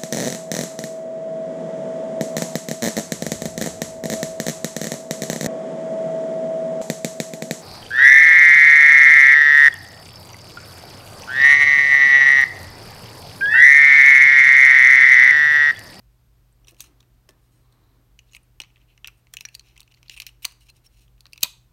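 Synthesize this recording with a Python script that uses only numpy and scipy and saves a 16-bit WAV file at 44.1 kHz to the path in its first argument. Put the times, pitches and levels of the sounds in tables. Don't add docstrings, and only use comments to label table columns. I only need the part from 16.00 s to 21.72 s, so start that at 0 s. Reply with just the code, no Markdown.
import sys
import numpy as np
from scipy import signal
from scipy.fft import rfft, irfft, next_fast_len
from scipy.io import wavfile
from scipy.ndimage import uniform_filter1d

SR = 44100
rng = np.random.default_rng(int(sys.argv[2]) if len(sys.argv) > 2 else 0)


def dump_mix(stems):
    frames = np.atleast_2d(stems).T
    limited = np.clip(frames, -1, 1)
    pcm = np.round(limited * 32767).astype(np.int16)
    wavfile.write(sys.argv[1], SR, pcm)


def natural_amplitude(level_db):
    exponent = np.asarray(level_db, float) / 20
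    return 10 ** exponent


N = 252252

EDGE_HOLD, PART_HOLD = 0.064, 0.88


def evened(x):
    return x / np.sqrt(np.mean(x ** 2) + 1e-20)


def peaked(x):
    return x / np.sqrt(uniform_filter1d(x ** 2, size=60).max())


def read(points, hz):
    f, value = np.transpose(points)
    return np.interp(np.log(hz + 1), np.log(f + 1), value)


def add(mix, s, sound):
    part = mix[round(s * SR):][:len(sound)]
    part += sound[:len(part)]


def resonate(x, modes):
    size = next_fast_len(len(x) + 1024)
    f = np.fft.rfftfreq(size, 1 / SR)
    hz, width, db = np.transpose(modes)[:, :, None]
    single = 1.5j * f * width / (hz ** 2 - f ** 2 + 1.5j * f * width)
    response = (natural_amplitude(db) * single ** 2).sum(0)
    return irfft(rfft(x, size) * response, size)[:len(x)]


def coloured(points):
    size = next_fast_len(N)
    hz = np.fft.rfftfreq(size, 1 / SR)
    spectrum = rfft(rng.standard_normal(size)) * natural_amplitude(read(points, hz))
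    return evened(irfft(spectrum, size)[:N])


def drift(size):
    once = uniform_filter1d(rng.standard_normal(N), size)
    return evened(uniform_filter1d(once, size))


def brightened(modes, treble_db, share):
    return [(f, w, d + share * treble_db * np.log2(f / 2700)) for f, w, d in modes]


def varied(modes, spread_db, luck):
    return [(f * (1 + spread_db / 120 * detune), w, d + spread_db * weight)
            for (f, w, d), detune, weight in zip(modes, luck, luck[12:])]


def contact(grit, contact_ms, held):
    t = np.arange(len(grit)) / SR * 1000
    rise = np.clip(t / (0.27 + 0.26 * held * contact_ms), 0, 1) ** 2
    release_ms = 0.4 + 1.09 * max(.9 - held, .05) * contact_ms
    force = rise * np.exp(-np.maximum(t - held * contact_ms - .25, 0) / release_ms)
    lumpy = rfft(force * grit)
    flatter = lumpy / np.abs(lumpy) ** min(.5, 2.5 / contact_ms)
    return force, np.sqrt(force) * irfft(flatter, len(grit))


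# pitch in Hz, level in dB per Hz.
HISS = [(150, 3.5), (250, -11), (500, -13.5), (1000, -17), (2200, -21.5), (4600, -24), (7500, -30),
        (9300, -26.5), (10500, -35.5), (11800, -22), (13300, -23.5), (15700, -37.5), (16500, -38)]
# pitch in Hz, level in dB per Hz.
BUILDING = [(25, -14.5), (33, -15), (40, 3.5), (50, 7.5), (64, -3), (80, -10), (110, -7)]


def background():
    turns = np.cumsum(120.8 * (1 + .004 * drift(size=3000))) / SR
    hum = np.sqrt(2) * np.sin(2 * np.pi * turns) * natural_amplitude(-64 + 1.7 * drift(size=2500))
    hiss = natural_amplitude(-70.5) * coloured([(100, -52.5), *HISS])
    rumble = natural_amplitude(-60) * coloured([(11, -37.5), *BUILDING, (150, -40.5)])
    return hiss + rumble + hum


# time in seconds, level in dB.
SLEEVE_MOVES = [(0, -75.5), (.6, -72), (.69, -63), (.73, -68), (.8, -67.5), (0.921, -61), (1.1, -70.5),
                (1.27, -71.5), (1.31, -62), (1.42, -69.5), (1.85, -66.5), (2.0, -65.5), (2.1, -72.5),
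                (3.5, -70.5), (5.72, -74.5)]


def sleeve():
    s, db = np.transpose(SLEEVE_MOVES)
    cloth = evened(resonate(rng.standard_normal(N), [(308, 150, 2.5), (530, 840, -6.5)]))
    return cloth * natural_amplitude(np.interp(np.arange(N) / SR, s, db) - 3 + 1.3 * drift(size=1500))


def panel(chance, db, hz, contact_ms, held):
    chatter = contact(chance[:1024], contact_ms, held)[1]
    width = np.clip(hz / 15, min(420, hz / 1.6), 1200)
    return natural_amplitude(db) * peaked(resonate(chatter, [(hz, width, 0)]))


# start in seconds, strength in dB, pitch in Hz, contact time in ms.
SECOND_PANELS = [(.5258, -63.5, 8300, 1.7), (.7085, -55, 14500, 2), (0.797, -51, 4070, 4.4),
                 (0.8042, -35.5, 6230, 2.5), (.805, -36, 12900, 2.4), (0.805, -40, 8400, 5.6),
                 (.806, -55, 1500, 3.5), (1.2895, -53, 520, 3.9), (1.2898, -54, 5400, 4),
                 (2.191, -51, 6500, 0.89), (2.3335, -56, 6700, 3), (2.3654, -49.5, 6640, 1.1),
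                 (2.431, -59.5, 9400, 3), (2.6014, -54, 504, 3.6), (2.6016, -44, 1640, 1.8),
                 (2.603, -42, 4200, 1.8), (2.602, -39, 8070, 1.8), (2.6173, -40, 4000, 1.3),
                 (3.045, -47, 5750, 3.7), (3.045, -44, 1750, 3.5), (3.0729, -36.5, 2530, 1),
                 (3.0732, -40, 12800, 1.5), (3.074, -59, 790, 3), (3.3372, -53.5, 576, 4),
                 (3.338, -39.5, 7100, 2.6), (3.339, -45.5, 1570, 2.6), (3.338, -46, 12100, 2),
                 (3.4095, -47, 5630, 2), (3.451, -32, 2070, 1.1), (3.4556, -40, 5670, 2.1),
                 (4.096, -59, 328, 9.9), (4.0957, -37.5, 4280, 0.78), (4.2, -35, 4200, 0.89),
                 (4.201, -56.5, 720, 3.3), (4.2188, -48.5, 3930, .83), (4.266, -39, 12800, 2),
                 (4.268, -42, 4000, 1.3), (4.4445, -39.5, 6100, 2), (4.4491, -38, 1000, 4.5),
                 (4.449, -55, 316, 3.8), (4.450, -36, 1890, 3), (4.451, -33, 2900, 3.4),
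                 (5.2562, -55.5, 1750, 2.2), (5.3321, -41.5, 2920, 0.83), (5.3778, -42.5, 2630, 1.1),
                 (5.4304, -16.5, 7960, 1.2), (1.2894, -59, 7000, 3), (3.0752, -46, 5800, 1),
                 (3.0733, -46, 4070, 1.5), (1.2889, -51.5, 1690, 2)]


def second_panels(chances):
    return [(s, panel(chance, *row, EDGE_HOLD)) for (s, *row), chance in zip(SECOND_PANELS, chances)]


def tail(decays, tone, start):
    hz, t, z = signal.stft(rng.standard_normal(SR // 2), SR, nperseg=128)
    fall = natural_amplitude(read(tone, hz)[:, None] - 60 * t / np.abs(read(decays, hz))[:, None])
    sound = signal.istft(z * fall, SR, nperseg=128)[1]
    sound = sound * np.clip(np.arange(len(sound)) / SR / start - 1, 0, 1)
    return sound / np.linalg.norm(sound)


# pitch in Hz, seconds to fall by 60 dB.
JOINT_DECAY = [(300, 0.1), (1000, 0.09), (3000, 0.034), (8000, 0.036), (15000, 0.046)]
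# pitch in Hz, seconds to fall by 60 dB.
ROOM_DECAY = [(300, 0.18), (1000, 0.42), (3000, 0.33), (8000, 0.33), (15000, 0.16)]
# pitch in Hz, level in dB.
ROOM_COLOUR = [(300, 0.5), (1000, 1), (3000, -3.5), (8000, -7), (15000, -1.5)]


def after_sound(buzz_db, buzz_tone, buzz_start, room_db, room_start):
    buzz = natural_amplitude(buzz_db) * tail(JOINT_DECAY, buzz_tone, buzz_start)
    return buzz + natural_amplitude(room_db) * tail(ROOM_DECAY, ROOM_COLOUR, room_start)


# pitch in Hz, width in Hz, level in dB.
SHELL_MODES = [(2100, 230, -21.5), (2740, 490, -0.5), (3520, 420, -9.5), (4200, 730, 1.5), (5000, 1300, -1),
               (5670, 990, -1)]
# pitch in Hz, width in Hz, level in dB.
RIB_MODES = [(6630, 440, 10.5), (8430, 1200, 7.5), (9000, 3400, 6), (9470, 280, 4.5), (11800, 400, 8),
             (12600, 730, 2.5), (13300, 670, 1.5), (15300, 760, 3)]
# pitch in Hz, width in Hz, level in dB.
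THUD_MODES = [(152, 66, -2), (356, 170, -12), (660, 400, 6.5), (1161, 590, 23.5), (1660, 670, 12)]


def knock(chance, db, hz, treble_db, contact_ms, thud_db, held=EDGE_HOLD, ribs=RIB_MODES, spread_db=2.5):
    force, chatter = contact(chance[:1024], contact_ms, held)
    luck = chance[1024:]
    shell = brightened(varied(SHELL_MODES, spread_db, luck), treble_db, 0.67)
    body = resonate(chatter, [(hz, 520, 0)]) + natural_amplitude(-4) * resonate(chatter, shell)
    treble = resonate(chatter, varied(ribs, spread_db, luck[24:]))
    thud = resonate(force + 5.9 * peaked(chatter), varied(THUD_MODES, spread_db, luck[48:]))
    jolt = natural_amplitude(-14.5) * peaked(resonate(force, [(380, 1200, 0)]))
    low = natural_amplitude(thud_db) * (peaked(thud) + jolt)
    return natural_amplitude(db) * (peaked(body) + natural_amplitude(treble_db) * peaked(treble) + low)


def played(events, chances, **settings):
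    return [(s, knock(chance, *row, **settings)) for (s, *row), chance in zip(events, chances)]


# start in seconds, strength in dB, panel pitch in Hz, treble in dB.
BUMP_EVENTS = [(.6445, -56, 3030, -20), (.670, -51, 3600, -3), (.7164, -61, 2610, 1),
               (1.0025, -50.5, 3640, -10.5), (1.7223, -60.5, 3900, -3.5), (2.3206, -56, 6650, -14),
               (2.4306, -69, 2220, 2), (3.1019, -79, 2540, -15), (3.606, -53, 4200, -17),
               (3.6644, -67, 2670, 1), (3.6726, -72, 2730, -6), (3.683, -60, 4220, -7),
               (3.6934, -63, 2840, -14), (3.7629, -49, 2150, -19), (3.916, -63, 2740, -18),
               (4.0582, -56, 2440, -24), (4.1632, -44, 3080, -18), (4.2886, -50, 2860, -21),
               (4.687, -54, 2810, -4), (4.6975, -52.5, 2780, 1), (4.8628, -58, 3200, 4)]


def bumps(chances):
    return played(BUMP_EVENTS, chances, contact_ms=5.2, thud_db=-11, held=PART_HOLD)


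# start in seconds, strength in dB, pitch in Hz, time to full swing in ms.
PING_EVENTS = [(.6445, -58.5, 5820, 1.9), (.6822, -48.5, 5880, 1.4), (.682, -48.5, 3050, 1.4),
               (.709, -58, 2890, 1.9), (.767, -63, 2900, 2), (2.313, -65, 6700, 8),
               (2.3655, -45, 2400, 1.5), (3.3375, -43, 2100, 1.2), (3.3695, -40, 4020, 1.2),
               (3.408, -46, 5700, 1.6), (3.4515, -33.5, 5760, 3.5), (3.4875, -49, 4320, 1.5),
               (3.5495, -35, 4454, 2.2), (3.595, -44, 4300, 1.2), (3.595, -46.5, 2950, 1.1),
               (4.4505, -29, 5790, 1.1), (4.4505, -29.5, 2955, 1.7), (4.4455, -34.5, 2394, 1.8),
               (4.610, -65, 2900, 10), (4.692, -51, 4150, 8), (4.688, -54.5, 2700, 9),
               (4.860, -55, 5500, 7), (4.766, -62, 5600, 1.5), (5.432, -44, 160, 6),
               (5.4325, -22.5, 15500, 1.5), (5.430, -22, 11470, 1.8), (2.602, -53, 320, 4),
               (4.450, -46, 800, 2.5), (2.348, -44, 2200, 2), (.716, -58, 335, 12)]


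def pings():
    t, out = np.arange(2000) / SR, np.zeros(N)
    for s, db, hz, swing_ms in PING_EVENTS:
        u = 1000 * t / swing_ms
        swing = np.sqrt(2) * u * np.exp((1 - u ** 2) / 2)
        add(out, s, natural_amplitude(db) * swing * np.sin(2 * np.pi * hz * t))
    return out


# pitch in Hz, width in Hz, level in dB.
BLOCK_MODES = [(2850, 630, 3), (4200, 490, 4), (5630, 1400, 1.5)]


def slide(chance, length, db, hiss_db, most, pitch):
    grit, sizes, wobble = chance[:, :round(length * SR)]
    size = len(grit)
    swell = np.interp(np.linspace(0, 1, size), [0, most, 1], [-1, 0, -1.4])
    flutter = natural_amplitude(-1.5 * evened(uniform_filter1d(wobble, size=90)))
    grains = grit * natural_amplitude(5 * sizes) * flutter
    block = [(f * pitch, w, d) for f, w, d in BLOCK_MODES]
    body = resonate(grains, brightened(block, hiss_db, 0.45))
    sound = evened(body) + natural_amplitude(hiss_db) * evened(resonate(grains, RIB_MODES))
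    return natural_amplitude(db - 12 * swell ** 2) * sound * signal.windows.tukey(size, .15)


# start in seconds, length in seconds, pressure in dB, fine hiss in dB.
SLIDE_EVENTS = [(.676, 0.041, -54, -3), (1.41, 0.11, -77, 1.5), (2.308, 0.018, -67, -6),
                (2.334, 0.031, -55, -18), (2.79, 0.071, -70.5, -21), (2.87, 0.1, -66.5, -38),
                (3.168, 0.045, -77, 6), (3.63, 0.14, -62, -12.5), (4.035, 0.091, -67, -18),
                (4.102, 0.055, -50, -6), (4.133, 0.029, -52, -5), (4.204, 0.043, -52, -8),
                (4.422, 0.032, -49.5, -2.5), (4.655, 0.039, -63.5, -4), (4.684, 0.02, -51.5, -12.5),
                (4.745, 0.058, -65.5, -3), (3.412, 0.023, -59, -1)]


def slides(chances):
    return [(s, slide(chance, *row, most=0.33, pitch=0.95)) for (s, *row), chance in zip(SLIDE_EVENTS, chances)]


# start in seconds, strength in dB, panel pitch in Hz,
# treble in dB, contact time in ms.
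KNOCK_EVENTS = [(.682, -43, 5770, -11, 2.2), (.8049, -31.5, 3730, -1.5, 1.1), (2.3482, -37, 2560, -11, 1.3),
                (2.3655, -38.5, 2500, -36, 3.9), (2.601, -24.5, 2980, -14, 1.8),
                (3.0447, -28, 2950, -40, 1.2), (3.0807, -36, 2570, -13, 1),
                (3.3371, -32.5, 3300, -1.5, 2.5), (3.408, -31, 2560, -6.5, 1.1),
                (3.7767, -44, 2920, -5, 2.9), (4.2192, -32.5, 2630, -7, 2),
                (1.2895, -46.5, 3180, -2.5, 3.7), (5.3772, -39.5, 4100, -9, 0.89), (.839, -47, 2820, -3, 3)]


def knocks(chances):
    return played(KNOCK_EVENTS, chances, thud_db=-18)


# pitch in Hz, level in dB, seconds to fall by 60 dB.
DOOR_MODES = [(368, 6, 0.041), (1112, 3, 0.079), (1750, 5, 0.15), (2560, -20, 0.046)]
# start in seconds, strength in dB.
DOOR_JOLTS = [
    (0.682, -61),
    (0.805, -65),
    (1.289, -58.5),
]


def door():
    t, out = np.arange(6000) / SR, np.zeros(N)
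    ring = sum(natural_amplitude(db - 60 * t / t60) * np.sin(2 * np.pi * hz * t) for hz, db, t60 in DOOR_MODES)
    for (s, db), grit in zip(DOOR_JOLTS, rng.standard_normal((8, 1500))):
        shaking = grit * np.exp(-t[:1500] / 0.0078)
        add(out, s, natural_amplitude(db) * peaked(signal.fftconvolve(ring, shaking)))
    return out


# start in seconds, strength in dB, panel pitch in Hz, treble in dB.
SCUFF_EVENTS = [(.7091, -52.5, 3030, 0), (2.6551, -66, 2950, -17), (2.759, -53, 2750, -50),
                (2.816, -56.5, 2840, -34), (2.9769, -49, 2120, -15), (3.346, -52, 2380, -14),
                (3.3865, -42, 3030, -25), (3.94, -53, 2530, -16), (3.945, -51, 4450, -11),
                (4.082, -43.5, 4400, -16), (4.2086, -49, 2500, -6), (.7665, -57, 2970, -8),
                (5.3409, -60.5, 2970, -22)]


def scuffs(chances):
    return played(SCUFF_EVENTS, chances, contact_ms=1.6, thud_db=-30)


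# start in seconds, strength in dB, pitch in Hz, contact time in ms.
SQUEAK_EVENTS = [(0.717, -56, 327, 20), (2.283, -64, 3770, 15), (2.313, -72, 6400, 14),
                 (2.339, -53, 6400, 3.7), (3.060, -59, 6200, 5.2), (4.6, -72, 4240, 15),
                 (4.2, -62, 4200, 15), (4.135, -54, 5670, 9), (4.172, -46, 9000, 5.5),
                 (4.424, -45.5, 13000, 11), (4.435, -45.5, 2850, 6.7), (4.4505, -31.5, 6500, 3.2),
                 (4.697, -49, 4200, 6.4), (4.858, -64, 5520, 19), (5.4258, -35, 4540, 3),
                 (5.4311, -18.5, 3270, 4.6), (5.434, -52, 526, 10.6), (5.441, -28, 4080, 9),
                 (5.4397, -42, 1080, 19), (5.443, -36, 8000, 2.5), (5.441, -37, 2500, 17),
                 (.809, -49, 3700, 6), (.812, -50, 8300, 5), (.816, -46, 6600, 8.6), (0.819, -54, 2700, 4),
                 (.829, -57, 2700, 6), (0.8398, -56.5, 1250, 5), (.8395, -51, 6400, 5),
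                 (4.103, -45.5, 2850, 20), (4.137, -44, 2750, 9.8), (4.168, -43.5, 2570, 7.5),
                 (4.182, -46, 2640, 5.8), (4.272, -43, 2650, 3.3), (4.287, -49.5, 2850, 5),
                 (4.270, -48, 5760, 7), (3.08, -48, 1290, 4.7), (3.081, -57, 5700, 4.5),
                 (3.083, -45, 2600, 2.5), (4.485, -56, 2650, 12), (5.434, -49.5, 167, 7.5),
                 (1.2908, -52.5, 400, 4.5), (2.603, -50.5, 780, 5.5), (4.452, -55.5, 290, 5.4)]


def squeaks(chances):
    return [(s, panel(chance, *row, PART_HOLD)) for (s, *row), chance in zip(SQUEAK_EVENTS, chances)]


# start in seconds, strength in dB, panel pitch in Hz, treble in dB.
TICK_EVENTS = [(.745, -55.5, 3180, -3), (.871, -67, 4000, -6), (2.333, -46, 2850, -5),
               (2.3375, -61, 2260, 3), (2.373, -72, 2240, -16), (2.7029, -60, 2470, -25),
               (3.049, -49, 2940, -25), (3.0575, -39, 2580, -28), (3.8302, -49.5, 4360, -8),
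               (3.8767, -54, 2620, -24), (3.9065, -61, 2900, -18), (4.248, -76, 2610, -15),
               (4.7665, -57, 5660, 0.5), (5.08, -58, 3160, -14.5), (5.1797, -61, 3200, -31),
               (5.2064, -44, 4640, -6), (5.266, -45.5, 4530, -11), (5.3237, -53, 4300, -5),
               (5.4075, -50, 3200, 2), (5.4105, -50, 4100, -8)]


def ticks(chances):
    return played(TICK_EVENTS, chances, contact_ms=1.2, thud_db=-32)


# start in seconds, length in seconds, pressure in dB, fine hiss in dB.
PUSH_EVENTS = [(.775, 0.032, -62.5, -1), (2.255, 0.061, -71.5, -10), (2.349, 0.024, -58.5, 6),
               (3.115, .059, -84, 5), (3.912, 0.014, -55.5, -10.5), (3.955, 0.04, -67, -15),
               (4.838, 0.031, -60, -2), (4.895, 0.071, -70, -3), (4.955, 0.052, -63.5, -4.5),
               (5.416, 0.01, -48.5, -3), (3.326, 0.017, -64, 5), (3.399, 0.0084, -66, 2),
               (3.515, 0.036, -64, -5), (4.166, 0.009, -64, -5)]


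def pushes(chances):
    return [(s, slide(chance, *row, most=0.74, pitch=1)) for (s, *row), chance in zip(PUSH_EVENTS, chances)]


# start in seconds, strength in dB, panel pitch in Hz, treble in dB.
TAP_EVENTS = [(.7962, -47, 6700, -14), (.861, -57, 6400, -17), (1.0273, -58, 3100, -6),
              (1.2985, -57, 4970, -3), (1.307, -56, 3900, -2), (2.6354, -42.5, 2350, -21),
              (2.646, -47.5, 2480, -22), (2.7683, -54.5, 2190, -31), (2.778, -60, 3020, -31),
              (2.9033, -83, 2930, -22), (2.91, -73, 2930, -22), (3.2695, -51.5, 2220, -18),
              (3.759, -58, 4200, -12), (3.7962, -49, 2680, -13), (3.8155, -47.5, 2700, -5),
              (3.914, -59, 3560, -15), (3.9729, -57, 2090, -21), (4.0291, -44.5, 2550, -11.5),
              (4.1803, -47, 2410, -8), (4.2285, -45, 3100, -19), (4.4218, -53, 2800, 0),
              (4.5108, -49, 4470, -9), (4.5218, -51, 2700, 0), (5.2551, -42.5, 4080, -16),
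              (5.359, -49, 2490, -11), (5.4247, -41, 2860, -6)]


def taps(chances):
    return played(TAP_EVENTS, chances, contact_ms=1.2, thud_db=-9.5)


# start in seconds, length in seconds, pressure in dB, fine hiss in dB.
SETTLE_EVENTS = [
    (.809, 0.034, -51, 4),
    (1.51, .23, -75.5, 3),
    (2.62, 0.033, -71, -10),
    (4.162, 0.047, -57, 3.5),
    (4.268, 0.041, -51, -3),
    (4.603, 0.071, -62.5, -2),
    (5.003, 0.07, -63, -2.5),
    (.841, 0.061, -57.5, -2.5),
]


def settles(chances):
    return [(s, slide(chance, *row, most=0.067, pitch=0.99)) for (s, *row), chance in zip(SETTLE_EVENTS, chances)]


def swish():
    out = np.zeros(N)
    u = np.linspace(0, 1, round(0.44 * SR))
    cloth = evened(resonate(rng.standard_normal(N), [(1100, 290, -3), (1740, 550, -14), (4000, 380, -8)]))
    patchy = cloth * natural_amplitude(2.3 * drift(size=900))
    swell = np.sqrt(np.sin(np.pi * u ** 1.3).clip(0))
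    add(out, 1.55, natural_amplitude(-74) * swell * patchy[:len(u)])
    return out


# start in seconds, strength in dB, panel pitch in Hz,
# treble in dB, contact time in ms.
CLICK_EVENTS = [(2.19, -41.5, 2660, -13.5, 2.2), (2.6172, -34.5, 5600, -10, 1.2),
                (3.0729, -36, 5730, -1, 0.73), (3.3685, -27.5, 2870, -9, 1.9),
                (3.4514, -29.5, 5580, -14, 3.1), (3.487, -39.5, 2560, -9.5, 0.97),
                (3.544, -44, 4500, -10, 1.1), (3.5495, -30.5, 4570, -5, 1.7),
                (3.5948, -38.5, 4430, -7, 1.9), (3.8041, -39.5, 3920, -2, 1.3),
                (4.0963, -31, 2800, -13.5, 0.92), (4.1757, -35, 2540, -27.5, 1.7),
                (4.2003, -27, 2570, -7.5, 2.5), (4.2655, -30.5, 2800, -6.5, 2.7),
                (5.3321, -32.5, 4580, -8.5, 0.92)]


def clicks(chances):
    return played(CLICK_EVENTS, chances, thud_db=-26.5)


# pitch in Hz, width in Hz, level in dB.
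CATCH_MODES = [(6200, 800, 5), (8230, 1100, 10), (9000, 2300, -3), (9840, 360, 6), (11470, 810, 9),
               (14000, 880, -2.5), (13800, 500, 1.5), (15100, 460, 3)]
# start in seconds, strength in dB, panel pitch in Hz,
# treble in dB, contact time in ms.
SNAP_EVENTS = [
    (4.4448, -27, 2560, -17, 7.3),
    (4.4495, -19, 4520, -2, 5.1),
    (5.4294, -13, 3080, -1, 3.27),
    (5.4328, -7, 4096, -4.5, 2.2),
]


def snaps(chances):
    return played(SNAP_EVENTS, chances, thud_db=-21.5, held=.76, ribs=CATCH_MODES, spread_db=3.5)


def scene():
    toy, catch = np.zeros((3, N)), np.zeros(N)
    loose = [after_sound(-14, [(300, -0.5), (5000, -2), (15000, -7)], 0.0016, -19.5, 0.0018) for _ in toy]
    around = sleeve() + background() + door() + swish() + pings()
    hits, rubs = rng.standard_normal((9, 50, 1100)), rng.standard_normal((3, 24, 3, 8000))
    kinds = [second_panels(hits[8]), bumps(hits[5]), slides(rubs[0]), knocks(hits[1]),
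             scuffs(hits[6]), squeaks(hits[7]), ticks(hits[4]), pushes(rubs[1]),
             taps(hits[3]), settles(rubs[2]), clicks(hits[2])]
    for events in kinds:
        for k, (s, sound) in enumerate(events):
            add(toy[k % 3], s, sound)
    for s, sound in snaps(hits[0]):
        add(catch, s, sound)
    wet = signal.oaconvolve(toy, np.array(loose), axes=1)[:, :N]
    tight = after_sound(-15.5, [(300, -1), (2000, -0.5), (5000, -5), (15000, -8)], 0.0028, -20.5, 0.0038)
    return ((toy + wet).sum(0) + catch + signal.oaconvolve(catch, tight)[:N] + around)[None]


def roll_off(x):
    return signal.sosfilt(signal.butter(12, 16810, fs=SR, output="sos"), x)


# pitch in Hz, gain as a plain factor.
TOP_LIMIT = [(0, 1), (15850, 1), (16050, .15), (16700, .1), (16850, 0), (SR / 2, 0)]


def record(dry):
    faded = dry * np.clip(np.arange(N) / (0.00072 * SR), 0, 1)
    dip = signal.lfilter(*signal.iirpeak(10370, 10370 / 660, SR), faded)
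    softened = .85 * np.tanh((faded - 0.44 * dip) / .85)
    band_filter = signal.firwin2(1023, *np.transpose(TOP_LIMIT), fs=SR)
    limited = signal.oaconvolve(softened, band_filter[None], "same")
    return roll_off(limited)


dry = scene()
out = record(dry)
dump_mix(out)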